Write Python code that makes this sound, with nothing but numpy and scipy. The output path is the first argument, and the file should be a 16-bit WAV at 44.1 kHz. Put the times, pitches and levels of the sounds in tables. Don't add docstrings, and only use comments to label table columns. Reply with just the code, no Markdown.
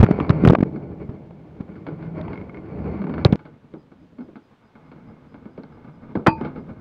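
import sys
import numpy as np
from scipy import signal
from scipy.fft import rfft, irfft
from scipy.io import wavfile

SR = 44100
rng = np.random.default_rng(int(sys.argv[2]) if len(sys.argv) > 2 else 0)


def dump(signal):
    limited = np.clip(np.atleast_2d(signal).T, -1, 1)
    pcm = np.round(limited * 32767).astype(np.int16)
    wavfile.write(sys.argv[1], SR, pcm)


N = 300040
TIME = np.arange(N) / SR


def amp(db):
    return 10 ** (np.asarray(db) / 20)


def evened(x):
    return x / np.sqrt(np.mean(x ** 2) + 1e-20)


def peaked(x):
    return x / (abs(x).max() + 1e-20)


def add(mix, s, sound):
    part = mix[max(round(s * SR), 0):][:len(sound)]
    part += sound[:len(part)]


def colour(x, points, size=4096):
    hz, db = np.transpose(points)
    bin_hz = abs(np.fft.fftfreq(size, 1 / SR))
    gain_db = np.interp(np.log(bin_hz + 1), np.log(hz), db)
    spectrum = np.exp(np.conj(signal.hilbert(np.log(amp(gain_db)))))
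    response = np.fft.ifft(spectrum).real
    return signal.fftconvolve(x, response[:size // 2])[:len(x)]


def hiss(points, size):
    return evened(colour(rng.standard_normal(size), points))


def wander(rate_hz):
    lowpass = 1 / (1 + (np.fft.rfftfreq(N, 1 / SR) / rate_hz) ** 4)
    return evened(irfft(rfft(rng.standard_normal(N)) * lowpass, N))


def fade(t, t60):
    return np.exp(-np.log(1000) * t / max(t60, 1e-3))


def ring(modes, t, spread_db):
    total = 0
    for hz, db, t60 in modes:
        share = rng.choice([-1, 1]) * amp(db + spread_db * rng.standard_normal())
        total = total + share * fade(t, t60) * np.sin(2 * np.pi * hz * t)
    return total


def grains(grains_per_s, grain_db):
    sizes = rng.choice([-1, 1], N) * amp(grain_db * np.minimum(rng.exponential(1, N), 4))
    return (rng.random(N) < grains_per_s / SR) * sizes


# [t/s, relative level/dB, nominal f/Hz]
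BLOWS = [(0.0, 2.5, 88), (.028, 9, 164.8), (.037, 5.5, 156.5), (.088, -9, 353), (.109, -0.5, 217),
         (.188, -10.5, 366), (.207, -10.5, 210), (.3, 2.5, 139), (.437, -3.5, 242), (.45, 2, 178),
         (.473, 12, 136), (.497, 7.5, 154), (.52, -5, 196), (.549, -9.5, 460), (.585, -9, 220),
         (.605, -5.5, 215), (.627, -0.5, 216), (1.09, -19, 122), (1.605, -19, 160), (2.207, -20, 153),
         (3.252, -0.5, 420), (3.255, 3.5, 123), (3.326, 1, 168.7), (6.154, -12, 440), (6.17, -15, 167),
         (6.267, -3.5, 432), (6.28, -0.5, 171)]
# [f/Hz, relative level/dB per Hz]
SCRAPE_SPECTRUM = [(100, -8.5), (300, 10), (600, 6), (1000, 4), (1500, -2), (1900, -12.5), (2230, -4.5),
                   (2600, -16), (3300, -25), (4900, -30.5), (7000, -44.5)]
SWELL_CYCLES = 0.48


def thumps(rows, sag=0.45, crunch_db=-24, level_db=-1, size=6000):
    out, t = np.zeros(N), np.arange(size) / SR
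    for s, db, hz in rows:
        u = t * hz / SWELL_CYCLES
        push = (u * np.exp(1 - u)) ** 2
        pitch = hz * (1 + sag * (2 * np.exp(-u / 2) - 1))
        swing = np.sin(2 * np.pi * np.cumsum(pitch) / SR)
        crunch = amp(crunch_db) * hiss(SCRAPE_SPECTRUM, size)
        add(out, s, amp(db + level_db) * push * (swing + crunch))
    return out


# [f/Hz, relative level/dB per Hz]
CRUSH_SPECTRUM = [(200, -15), (900, 5.5), (2300, -5.5), (4500, -25), (7000, -25), (14000, -25.5)]


def crush(shoves, level_db=-21, follow_hz=60, give=1.0, grains_per_s=2500, grain_db=4):
    pressed = np.minimum(abs(shoves), give)
    force = signal.lfilter(*signal.butter(1, follow_hz, fs=SR), pressed)
    crackle = evened(colour(grains(grains_per_s, grain_db), CRUSH_SPECTRUM))
    return amp(level_db) * force * crackle


# [f/Hz, relative level/dB per Hz]
WEIGHT_SPECTRUM = [(20, -31), (45, -15.5), (75, -2.5), (120, -5), (170, 3), (230, -2), (300, -9),
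                   (500, -11.5), (900, -22), (2000, -64)]
# [f/Hz, relative level/dB, T60/s]
FRAME_MODES = [(155.8, -5, 0.21), (211.8, -2, 0.14), (217.4, -1.5, 0.12), (254.6, -0.5, 0.088),
               (323.4, -1.5, 0.11), (410, -6, 0.13), (468, -7, 0.066), (625, -10, 0.094)]
# [f/Hz, relative level/dB, T60/s]
CASE_MODES = [(851, 3.5, 0.21), (1206, 5.5, 0.033), (1236, -14.5, 0.089), (1480, -1, 0.14),
              (1596, -2.5, 0.066), (1704, -2.5, 0.05), (2118, -3.5, 0.11), (2228, 3, 0.045),
              (2670, -13, .03), (3420, -13, 0.011), (4320, -16.5, 0.05), (4850, -22, 0.025)]


def rubbing(curve, weight_db, scrape_db, grains_per_s, grain_db, lumpy_db, ring_db, case_db, size=9000):
    s, weight, scrape = np.transpose(curve)
    t = np.arange(size) / SR
    clumps = amp(lumpy_db * wander(rate_hz=14))
    slips = evened(grains(grains_per_s, grain_db) * clumps)
    frame = evened(signal.fftconvolve(slips, ring(FRAME_MODES, t, spread_db=2.5))[:N])
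    case = evened(signal.fftconvolve(slips, ring(CASE_MODES, t, spread_db=2.5))[:N])
    bass = evened(colour(slips + rng.standard_normal(N), WEIGHT_SPECTRUM))
    low = evened(bass + amp(ring_db) * frame)
    high = evened(colour(slips, SCRAPE_SPECTRUM)) + amp(case_db) * case
    low_gain = amp(np.interp(TIME, s, weight) + weight_db)
    high_gain = amp(np.interp(TIME, s, scrape) + scrape_db)
    return low_gain * low + high_gain * high


# [t/s, relative bass level/dB, relative treble level/dB]
DRAG_LEVELS = [(0.0, -25.5, -39.5), (.23, -27.5, -36), (.5, -22, -39.5), (.62, -31, -52.5),
               (.85, -35.5, -54), (1.44, -44, -58.5), (1.85, -41.5, -55.5), (2.25, -32.5, -42),
               (2.45, -35.5, -48), (2.7, -37.5, -50), (2.8, -29, -46), (2.94, -26.5, -38.5),
               (3.03, -39.5, -50), (3.22, -31.5, -42), (3.35, -26.5, -46.5)]


def grass():
    return rubbing(DRAG_LEVELS, weight_db=0.0, scrape_db=2.5, grains_per_s=3500, grain_db=3,
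                   lumpy_db=3.0, ring_db=-6.0, case_db=-13.5)


# [f/Hz, relative level/dB per Hz]
AIR_SPECTRUM = [(25, -26.5), (70, -17), (200, -0.5), (400, -8), (650, -12.5), (1000, -10), (2000, -18),
                (3500, -23.5), (5000, -32), (8000, -23.5)]


def wind(level_db=-62):
    gusts_db = .7 * wander(rate_hz=4)
    return amp(level_db + gusts_db) * hiss(AIR_SPECTRUM, N)


# [t/s, peak level/dB, f/Hz]
STALK_FLICKS = [(.065, -19, 1360), (.201, -16, 990), (.294, -15.5, 1040), (.295, -21, 3900),
                (.45, -10, 1450), (.487, -16.5, 3540), (.551, -8.5, 1160), (.63, -29.5, 1335),
                (1.308, -39, 540), (1.866, -29, 605), (2.214, -35, 3600), (2.281, -30, 860),
                (3.249, -4, 3955), (3.325, -25.5, 3500), (3.739, -45, 3706), (5.635, -45, 4200),
                (6.155, -22.5, 833), (6.411, -26, 874)]
# [f/Hz, relative level/dB per Hz]
CRACK_SPECTRUM = [(60, -21), (400, 8.5), (1000, 14.5), (1600, 7.5), (3000, -6), (4800, -29), (8000, -28.5),
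                  (14000, -34.5)]


def flicks(rows, ring_cycles, crack, size=4000):
    out, t = np.zeros(N), np.arange(size) / SR
    for s, db, hz in rows:
        t60 = ring_cycles / hz
        tone = np.sin(2 * np.pi * hz * t) * fade(t, t60)
        snap = tone + crack * hiss(CRACK_SPECTRUM, size) * fade(t, min(t60, .025))
        add(out, s, amp(db) * peaked(snap))
    return out


TUFT_S, TUFT_LENGTH_S = .45, .088
TUFT_DB, TUFT_HZ = -2, 380


def tuft(count=4):
    late, scatter_db, detune = (rng.uniform(-1, 1, (count, 3)) * [.3, 2, .15]).T
    s = TUFT_S + TUFT_LENGTH_S * (np.arange(count) + .5 + late) / count
    return list(zip(s, TUFT_DB + scatter_db, TUFT_HZ * (1 + detune)))


# [t/s, relative level/dB, relative treble level/dB]
FRAME_KNOCKS = [(.76, -22.5, -16), (1.091, -28, -20), (1.601, -28.5, -16.5), (1.756, -36, -4),
                (1.867, -24, -11.5), (1.885, -24.5, -14), (2.025, -30.5, -4.5), (2.331, -27.5, -5),
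                (3.392, -35.5, -4), (3.453, -31, -11.5), (3.738, -26, -22), (3.917, -37, -14),
                (4.184, -30, -14.5), (4.206, -34, -10), (4.284, -34, -22), (4.356, -31, -8.5),
                (4.754, -37.5, -7), (4.916, -34.5, -11), (5.343, -33.5, -10.5), (5.455, -28.5, -18.5),
                (5.577, -27, -19.5), (5.634, -32, -12), (5.845, -35, -10), (6.153, -14.5, -20),
                (6.411, -17.5, -23), (6.449, -19.5, -9.5), (6.558, -24.5, -16)]
# [f/Hz, relative level/dB per Hz]
BODY_SPECTRUM = [(40, -23), (140, 1.5), (250, 10), (450, 2), (900, -12.5), (1300, -17.5), (3000, -64)]
# [f/Hz, relative level/dB per Hz]
EDGE_SPECTRUM = [(300, -26.5), (700, 8.5), (1500, 13), (1900, -10.5), (2250, -3), (2800, -6), (4800, -14.5),
                 (5600, -45.5), (12000, -67.5)]


def knocks(rows, t60, ring_db=0, edge_db=2, edge_share=0.61, case_db=2, rise_s=0.0012, level_db=-1, size=14000):
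    out, t = np.zeros(N), np.arange(size) / SR
    for s, db, treble_db in rows:
        thud = peaked(hiss(BODY_SPECTRUM, size) * fade(t, t60))
        frame = peaked(ring(FRAME_MODES, t, spread_db=0.5))
        body = peaked((thud + amp(ring_db) * frame) * (1 - np.exp(-t / rise_s)))
        rattle = peaked(hiss(EDGE_SPECTRUM, size) * fade(t, t60 * edge_share))
        case = peaked(ring(CASE_MODES, t, spread_db=2))
        edge = peaked(rattle + amp(case_db) * case)
        add(out, s, amp(db + level_db) * peaked(body + amp(treble_db + edge_db) * edge))
    return out


# [t/s, relative level/dB, f/Hz, length/s]
GROAN_NOTES = [(1.89, -31.5, 162, 0.49), (2.14, -36, 625, 0.1), (2.987, -24.5, 190, .09),
               (4.173, -33.5, 253, 0.073)]


def groans(waver=0.0351, shudder_db=3, level_db=-2):
    out = np.zeros(N)
    speed = 1 + waver * wander(rate_hz=35.8)
    grip = amp(shudder_db * wander(rate_hz=32))
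    for s, db, hz, length in GROAN_NOTES:
        swell = np.sin(np.pi * np.clip((TIME - s) / length, 0, 1))
        note = np.sin(2 * np.pi * np.cumsum(hz * speed) / SR)
        out += amp(db + level_db) * swell * grip * note
    return out


PATTER_ONSETS = [2.333, 2.357, 2.376, 2.414, 2.495, 2.545, 2.572]


def patter(level_db=-36, hz=2173):
    return flicks([(s, level_db, hz) for s in PATTER_ONSETS], ring_cycles=110, crack=0.97)


JUDDER_ONSETS = [3.017, 3.04, 3.068, 3.095, 3.139, 3.18]


def judder(knock_db=-20, treble_db=-18.5, flick_db=-32, flick_hz=617, rise_db_per_s=37):
    catches = [(s, rise_db_per_s * (s - JUDDER_ONSETS[0])) for s in JUDDER_ONSETS]
    dull = knocks([(s, knock_db, treble_db + rise) for s, rise in catches], t60=.11)
    sharp = flicks([(s, flick_db + rise, flick_hz) for s, rise in catches], ring_cycles=40, crack=1.2)
    return dull + sharp


# [t/s, relative bass level/dB, relative treble level/dB]
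STAND_LEVELS = [(3.37, -40, -54), (3.6, -45.5, -62), (4.27, -44, -74), (4.55, -56.5, -65.5),
                (5.09, -37.5, -52.5), (5.57, -42, -56), (6.2, -36, -52), (6.33, -22, -42),
                (6.46, -29, -37.5), (6.6, -30.5, -48), (6.8, -31, -49)]


def harness():
    return rubbing(STAND_LEVELS, weight_db=-7.5, scrape_db=-2.5, grains_per_s=3000, grain_db=2.5,
                   lumpy_db=4.0, ring_db=1.5, case_db=-12.5)


CRICKET_S, CHIRP_EVERY_S, CHIRP_LENGTH_S = 3.775, .215, .063


def cricket(level_db=-80, hz=4950, strokes_per_s=85):
    u = (TIME - CRICKET_S) % CHIRP_EVERY_S / CHIRP_LENGTH_S
    chirps = np.sqrt(np.clip(4 * u * (1 - u), 0, 1)) * (TIME > CRICKET_S)
    strokes = 2 * np.sin(np.pi * strokes_per_s * TIME) ** 2
    breeze = amp(2 * wander(rate_hz=20))
    pitch = hz + 45 * wander(rate_hz=60)
    return amp(level_db) * chirps * strokes * breeze * np.sin(2 * np.pi * np.cumsum(pitch) / SR)


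# [t/s, relative level/dB]
CLANK_BLOWS = [(6.264, -0.5), (6.269, 3.5), (6.276, -36)]
# [f/Hz, relative level/dB, T60/s]
TUBE_MODES = [(323, 2, .22), (420, 3, .05), (670, 3, .06), (868, -7, .25), (888, -4, .33), (914, -2, .25),
              (1147, -6, .14), (1244, -16, .17), (1362, 3, .05), (1505, 3, .05), (1815, -3, .05),
              (2034, -6, .05), (2422, -22, .3), (2498, -14, .22), (2560, -17, .16), (2613, -14, .13),
              (3130, -11, .055), (4156, -34, .22), (4640, -27, .18), (4700, -27, .21), (4785, -24, .14)]


def clank(ring_db=-16.5, crack_db=-13, crack_t60=0.072, size=26000):
    out, t = np.zeros(N), np.arange(size) / SR
    for s, db in CLANK_BLOWS:
        add(out, s, amp(db + crack_db) * hiss(CRACK_SPECTRUM, size) * fade(t, crack_t60))
    hardest_s = max(CLANK_BLOWS, key=lambda row: row[1])[0]
    add(out, hardest_s, amp(ring_db) * ring(TUBE_MODES, t, spread_db=0))
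    return out


JUMP_S = 3.358


def scene():
    shoves = thumps(BLOWS + tuft())
    contact = np.where(TIME < JUMP_S, grass() + crush(shoves), harness())
    bed = contact + wind() + cricket() + groans()
    stalks = flicks(STALK_FLICKS, ring_cycles=18, crack=0.98)
    frame = knocks(FRAME_KNOCKS, t60=0.21) + judder() + clank()
    return (bed + shoves + stalks + patter() + frame)[None]


# [f/Hz, gain/dB]
HOUSING_GAIN = [(5000, 1.5), (5900, -4.5), (9000, -21), (16000, -23)]
# [f/Hz, relative level/dB per Hz]
HISS_SPECTRUM = [(100, -4), (6000, 0), (9000, -4), (12000, -11), (15000, -23)]


def record(dry, hiss_db=-90, limit=.7, edge_hz=15900):
    heard = colour(dry[0], HOUSING_GAIN) + amp(hiss_db) * hiss(HISS_SPECTRUM, N)
    clipped = np.clip(heard, -limit, limit)
    lowpass = signal.firwin(511, edge_hz, window=("kaiser", 9), fs=SR)
    return signal.oaconvolve(clipped, lowpass, "same")[None]


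dry = scene()
out = record(dry)
dump(out)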